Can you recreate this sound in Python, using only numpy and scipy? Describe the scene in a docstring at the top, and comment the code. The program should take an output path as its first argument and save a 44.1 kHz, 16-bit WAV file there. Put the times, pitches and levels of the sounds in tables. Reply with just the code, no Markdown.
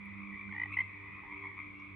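"""A wooded marsh at close range: one tree frog croaks near the microphone, a train of short pulses, then four more
after a gap. Pulsed larynx tones set its vocal sac ringing. Neighbours answer with pulsed notes from farther
off, smeared by the trunks, and a chorus of many such notes runs on behind them.
A distant engine, probably a propeller plane, drones as five harmonics over a low rumble of shaped noise;
brief high chirps and faint noise ticks sound too."""
import sys
import numpy as np
from scipy import signal
from scipy.fft import rfft, irfft
from scipy.io import wavfile

SR = 44100
rng = np.random.default_rng(int(sys.argv[2]) if len(sys.argv) > 2 else 0)


def dump_mix(stems):
    """Bounce the given channels to the path in sys.argv[1] as a 16-bit WAV at rate SR."""
    frames = np.atleast_2d(stems).T  # one column per channel
    limited = np.clip(frames, -1, 1)  # hard clip at full scale
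    pcm = np.round(limited * 32767).astype(np.int16)
    wavfile.write(sys.argv[1], SR, pcm)


N = 85995
T = np.arange(N) / SR

PULSE_RISE, PULSE_FALL = 1.6, 3.21  # powers that shape one pulse
SAC_SAG = 0.033  # share of its pitch that the sac's ring drops in a pulse
WOOD_T60_S, WOOD_BUILD_S = 0.51, .015  # the scatter's decay by 60 dB, and the time it takes to gather
WOOD_WIDTH = .6  # side over mid


def undb(db):
    """Decibels to gain."""
    return 10 ** (np.asarray(db) / 20)


def level(x, db):
    """Scale to an rms level."""
    rms = np.sqrt(np.mean(x ** 2) + 1e-20)
    return x * undb(db) / rms


def pan(x, db):
    """Place a sound by its left-right level difference."""
    return x * undb(np.array([[db], [-db]]) / 2)


def add(out, start, x):
    """Mix a sound in at a time, cutting what falls outside."""
    i = int(start * SR)
    a, b = max(i, 0), min(i + x.shape[-1], out.shape[-1])
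    if b > a:
        out[..., a:b] += x[..., a - i:b - i]


def walk(rate, n):
    """Random wander of spread near 1, with a new target rate times a second."""
    return np.interp(np.arange(n) / SR * rate, np.arange(256), rng.standard_normal(256))


def curve(points):
    """Value at each sample from (s, value) points."""
    return np.interp(T, *np.array(points).T)


def per_bin(points):
    """Value at each frequency bin from (Hz, value) points, along a log frequency scale."""
    hz, value = np.array(points).T
    return np.interp(np.log(np.arange(N // 2 + 1) * SR / N + 1), np.log(hz), value)


def wood(x, echo_db):
    """The sound plus its dense, dying scatter from the trunks."""
    t = T[:SR // 2]
    envelope = np.exp(-np.log(1000) * t / WOOD_T60_S) * (1 - np.exp(-t / WOOD_BUILD_S))
    mid, side = rng.standard_normal((2, len(t))) * envelope
    tail = np.array([mid + WOOD_WIDTH * side, mid - WOOD_WIDTH * side])
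    tail /= np.sqrt(np.sum(tail ** 2) / 2)
    scatter = signal.fftconvolve(x, tail, axes=1)[:, :x.shape[1]]
    return x + undb(echo_db) * scatter


def swell(u):
    """One pulse over u = 0..1: quick rise, slower fall, peak 1."""
    u = np.clip(u, 0, 1)
    shape = u ** PULSE_RISE * (1 - u) ** PULSE_FALL
    return shape / shape.max()


def larynx(hz, partials, rough):
    """A tone with harmonics, its pitch fluttering by the share rough."""
    fluttering_hz = hz * (1 + rough * walk(900, len(hz)))
    phase = 2 * np.pi * np.cumsum(fluttering_hz) / SR + rng.uniform(0, 2 * np.pi)
    return sum(undb(db) * np.sin(round(k) * phase) for k, db in partials)


def close_frog():
    """Each push of air gives a raspy, falling larynx tone and sets the vocal sac ringing."""
    # pulses near the microphone: t/s, length/s, sac ring f/Hz, sac peak level/dB, larynx f/Hz
    croak = [(0.4895, .011, 1490, -50, 1000), (0.526, 0.01, 1846, -41.5, 856),
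             (0.5456, 0.016, 1890, -39.5, 830), (0.562, 0.011, 1893, -34, 858),
             (0.5788, 0.013, 1970, -32.5, 840), (0.5971, 0.013, 1950, -28.5, 893),
             (0.614, 0.015, 1988, -27, 933), (0.6326, 0.014, 2000, -27, 951),
             (.6552, 0.014, 1957, -35.5, 805), (0.768, 0.015, 2014, -24, 895),
             (.7860, .015, 2037, -22, 965), (0.8016, 0.017, 2079, -23, 1007),
             (0.814, 0.01, 2032, -30.5, 958)]
    # partials of the sac's ring: multiple of half the ring pitch, level/dB
    voice = [(2, 0), (3, -28.5), (4, -51.5)]
    # colour of the breath noise: f/Hz, relative level per Hz/dB
    rasp_colour = [(400, -30), (750, -2.5), (1500, 0), (2800, -3.5), (3500, -9.5), (4500, -24), (7000, -52),
                   (11000, -70)]
    larynx_db, larynx_growth = -34, 0.45  # level for a 0 dB pulse, dB gained per dB of the pulse
    larynx_sag, larynx_lead_s = 0.22, .0012  # share of pitch dropped in a pulse, lead over the sac
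    rasp_db = -11  # against the larynx

    tones, airflow = np.zeros((2, N))
    for start, length, sac_hz, db, larynx_hz in croak:
        u = np.linspace(0, 1, int(length * SR))
        half_ring_hz = sac_hz / 2 * (1 + SAC_SAG * (.5 - u))
        add(tones, start, undb(db) * swell(u) * larynx(half_ring_hz, voice, rough=0.011))
        push = undb(larynx_db + larynx_growth * db) * swell(u)
        falling_hz = larynx_hz * (1 + larynx_sag * (.5 - u))
        push_start = start - larynx_lead_s
        add(tones, push_start, push * larynx(falling_hz, [(1, 0.00065)], rough=0.0253))
        add(airflow, push_start, push)
    breath = irfft(rfft(rng.standard_normal(N)) * undb(per_bin(rasp_colour)), N)
    rasp = airflow * level(breath, rasp_db)
    return wood(pan(tones + rasp, -0.4), echo_db=-17)


def note(length, hz, pulse_hz, low_db):
    """A pulsed note that swells and climbs in pitch, the sac ringing an octave over the larynx; rms 1."""
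    # overtones above the sac's ring: multiple of the larynx pitch, level against the ring/dB
    overtones = [(3, -29), (4, -58)]
    climb, larynx_sag = .05, 0.1579  # shares of pitch: gained over the note, dropped by the larynx per period
    pulse_duty, hum_share = 0.757, 0.081  # open share of a period, tone that carries on between pulses
    edge_s, swell_power = .002, .5

    u = np.linspace(0, 1, int(length * SR))
    cycle = np.cumsum(pulse_hz * (1 + 0.068 * walk(60, len(u)))) / SR % 1  # place within each pulse period
    pitch = hz / 2 * (1 + climb * (u - .5))
    sac_pitch = pitch * (1 + SAC_SAG * (.5 - cycle))
    sac = larynx(sac_pitch, [(2, 0.0034), *overtones], rough=.018)
    low_pitch = pitch * (1 + larynx_sag * (pulse_duty / 3 - cycle))
    low = larynx(low_pitch, [(1, low_db)], rough=0.041)
    pulsing = hum_share + swell(cycle / pulse_duty)
    arch = np.abs(np.sin(np.pi * u)) ** swell_power
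    edges = signal.windows.tukey(len(u), 2 * edge_s / length)
    return level((sac + low) * pulsing * arch * edges, 0)


def neighbours():
    """Single pulsed notes from frogs farther off, blurred by strong scatter from the trunks."""
    # t/s, length/s, sac f/Hz, pulse rate/Hz, level before the trim/dB, fundamental against the sac/dB,
    # left-right level/dB
    calls = [(.060, 0.028, 2188, 33, -47, -13, 1.5), (.134, .022, 2210, 70, -44.5, -10, 1),
             (0.202, 0.045, 2252, 67, -43.5, -5, -1.5), (.255, 0.07, 2275, 65, -46, -3, 0.5),
             (0.311, 0.067, 1973, 67, -44, -19, -1.5), (0.357, 0.078, 2305, 62.6, -40.5, -10.5, -1.5),
             (0.511, 0.018, 2140, 84, -36, -15, -0.5), (0.525, 0.025, 2128, 85, -38, -11, -0.5),
             (0.694, 0.034, 2466, 90, -43.5, -1.5, 3.5), (.717, .024, 2460, 30, -39.5, -17.5, 0.5),
             (.727, .034, 2620, 21, -39, -16, 3), (0.719, 0.039, 2183, 55, -36, -16, 3),
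             (1.157, .065, 2215, 87, -47.5, 4.5, -0.5), (1.219, 0.069, 1784, 75, -51.5, 12.5, 0),
             (1.269, .075, 1997, 77, -45, 2, -0.5), (1.306, 0.047, 2165, 100, -39, -12.5, 0.5),
             (1.374, 0.025, 2258, 46, -41, -11.5, 3.5), (1.408, 0.085, 2171, 67, -38, -8.5, 2),
             (1.433, 0.047, 1978, 77, -43, -3.5, -2), (1.494, 0.027, 2140, 101, -47.5, -17, 2.5),
             (1.567, 0.044, 2310, 98, -38.5, -4.5, 2), (1.572, 0.078, 2100, 75, -42.5, -16.5, 6.5),
             (1.73, 0.091, 2652, 74, -58, -14, 1)]
    trim_db = -9.5
    out = np.zeros((2, N))
    for start, length, hz, pulse_hz, db, low_db, pan_db in calls:
        call = note(length, hz, pulse_hz, low_db)
        add(out, start, pan(call, pan_db) * undb(db + trim_db))
    return wood(out, echo_db=-4)


def chorus():
    """Many far frogs' notes, each with its own pitch, pace and strength, already calling at the start."""
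    # slow swell of the whole chorus: t/s, level change/dB
    chorus_swell = [(0, -1.5), (.4, 1.5), (.7, 0), (1.05, 1), (1.45, 0.5), (1.54, -1), (1.66, -1),
                    (1.76, -2), (1.83, 2.5), (1.95, -3.5)]
    notes_per_s, note_s = 55, 0.0893
    sac_hz, pitch_spread, pulse_hz = 2207.7, .055, 78.25  # the spread is a share of the pitch
    scatter_db, chorus_db = 1.5, -50.5  # loudness spread between notes, level before the slow swell

    out = np.zeros((2, N + SR))  # one extra second ahead, dropped below
    for k in range(int(notes_per_s * out.shape[1] / SR)):
        late, size, pitch, pace, loud, side = np.clip(rng.standard_normal(6), -2, 2)
        length = note_s * np.exp(.3 * size)
        hz = sac_hz * (1 + pitch_spread * pitch)
        call = note(length, hz, pulse_hz * np.exp(.15 * pace), low_db=-10.5)
        add(out, (k + late) / notes_per_s, pan(call, 2 * side) * undb(scatter_db * loud))
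    blurred = wood(out, echo_db=3.5)[:, -N:]
    return level(blurred, chorus_db) * undb(curve(chorus_swell))


def chirps():
    """Thin high swelling tones with fluttering pitch, probably a bird, and an echo from the trees."""
    # t/s, length/s, f/Hz, peak level/dB
    chirp_notes = [(0.715, .012, 8190, -80), (0.734, 0.013, 7960, -76), (0.834, 0.033, 8230, -86)]
    out = np.zeros(N)
    for start, length, hz, db in chirp_notes:
        u = np.linspace(0, 1, int(length * SR))
        fluttering_hz = hz * (1 + 0.016 * walk(700, len(u)))
        tone = np.sin(2 * np.pi * np.cumsum(fluttering_hz) / SR)
        add(out, start, undb(db) * swell(u) * tone)
    return wood(pan(out, 0), echo_db=-0.5)


def ticks():
    """Tiny dry ticks in the undergrowth, perhaps twigs: bands of noise that start at once and die away."""
    # t/s, centre f/Hz, width f/Hz, decay/s, rms level before the decay/dB
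    tick_grains = [(0.054, 11000, 2480, 0.0023, -71.5), (1.794, 5500, 1180, 0.014, -80.5)]
    out = np.zeros(N)
    hz = np.arange(N // 2 + 1) * SR / N
    for start, centre, width, decay, db in tick_grains:
        band = np.exp(-2 * ((hz - centre) / width) ** 2)
        grain = irfft(rfft(rng.standard_normal(N)) * band, N)
        add(out, start, level(grain, db) * np.exp(-T / decay))
    return out


def drone():
    """Five harmonics of a distant engine, each varying and shifting by itself on the long path."""
    # fundamental: t/s, f/Hz
    pitch = [(0, 99.5), (.5, 99.3), (.9, 98.92), (1.95, 98.2)]
    # one fading curve for each of the first four harmonics: t/s, rms level before the waver/dB
    fades = [
        [(0, -70.5), (.12, -54), (.3, -67), (.4, -57.5), (.73, -51.5), (.86, -52.5), (.93, -60), (1.02, -55.5),
         (1.15, -58.5), (1.27, -76), (1.38, -59), (1.48, -54), (1.68, -60.5), (1.79, -69), (1.95, -52)],
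        [(0, -54.5), (.22, -48.5), (.32, -51.5), (.39, -62), (.49, -49.5), (.65, -65), (.83, -65), (.9, -72.5),
         (1.2, -58.5), (1.3, -69), (1.95, -65.5)],
        [(0, -77), (.1, -77.5), (.19, -59.5), (.33, -60), (.39, -65.5), (.72, -58), (.86, -71), (.94, -60.5),
         (1.13, -68.5), (1.22, -62.5), (1.41, -55), (1.52, -61.5), (1.63, -59), (1.95, -59)],
        [(0, -81), (.45, -69.5), (.63, -74), (.87, -81), (.98, -67.5), (1.16, -70), (1.36, -61.5),
         (1.55, -65.5), (1.65, -81.5), (1.95, -73.5)],
    ]
    # each harmonic at the two sides: left-right level/dB, left lead/rad, wander of the lead/rad
    sides = [(-3, 0.2, 0.092), (-8.5, 0.4, 0.63), (-2.5, -0.2, .7), (-5, -0.4, 0.56), (-0.5, 0.2, 0.79)]
    fifth_db, waver_db = -82, 2.5  # level of the fifth harmonic before its waver, waver of all five

    phase = 2 * np.pi * np.cumsum(curve(pitch)) / SR
    levels = [curve(fade) for fade in fades] + [fifth_db]
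    out = np.zeros((2, N))
    for k, (db, (pan_db, lead, wander)) in enumerate(zip(levels, sides)):
        shift = np.array([[.5], [-.5]]) * (lead + wander * walk(2.7, N))
        tone = np.sqrt(2) * np.sin((k + 1) * phase + shift + rng.uniform(0, 2 * np.pi))
        out += pan(tone * undb(db + waver_db * walk(15, N)), pan_db)
    return out


def air():
    """Low outdoor rumble and a faint, wide hiss, both from shaped noise."""
    # f/Hz, relative level per Hz/dB
    air_colour = [(25, -18), (45, -0.5), (75, 5), (120, -4), (170, -0.5), (250, -4), (330, -4), (450, -13),
                  (650, -19), (1500, -16), (2800, -23), (3500, -22), (4300, -37.5), (6500, -49),
                  (8500, -45.5), (11000, -52), (13000, -62.5)]
    # f/Hz, side over mid
    air_width = [(40, 0.074), (90, 0.16), (160, 1), (500, 1), (1500, 0.97), (4000, 0.9)]
    mid, side = rfft(rng.standard_normal((2, N))) * undb(per_bin(air_colour))
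    side = side * per_bin(air_width)
    return level(irfft(np.array([mid + side, mid - side]), N), -59.5)


def scene():
    """Frogs near and far, chirps and ticks over the drone and the air."""
    return close_frog() + neighbours() + chorus() + chirps() + ticks() + drone() + air()


def record(dry):
    """The recorder cuts the top with a steep low-pass at 15300 Hz."""
    return signal.sosfilt(signal.ellip(8, .2, 70, 15300, fs=SR, output="sos"), dry)


dry = scene()
out = record(dry)
dump_mix(out)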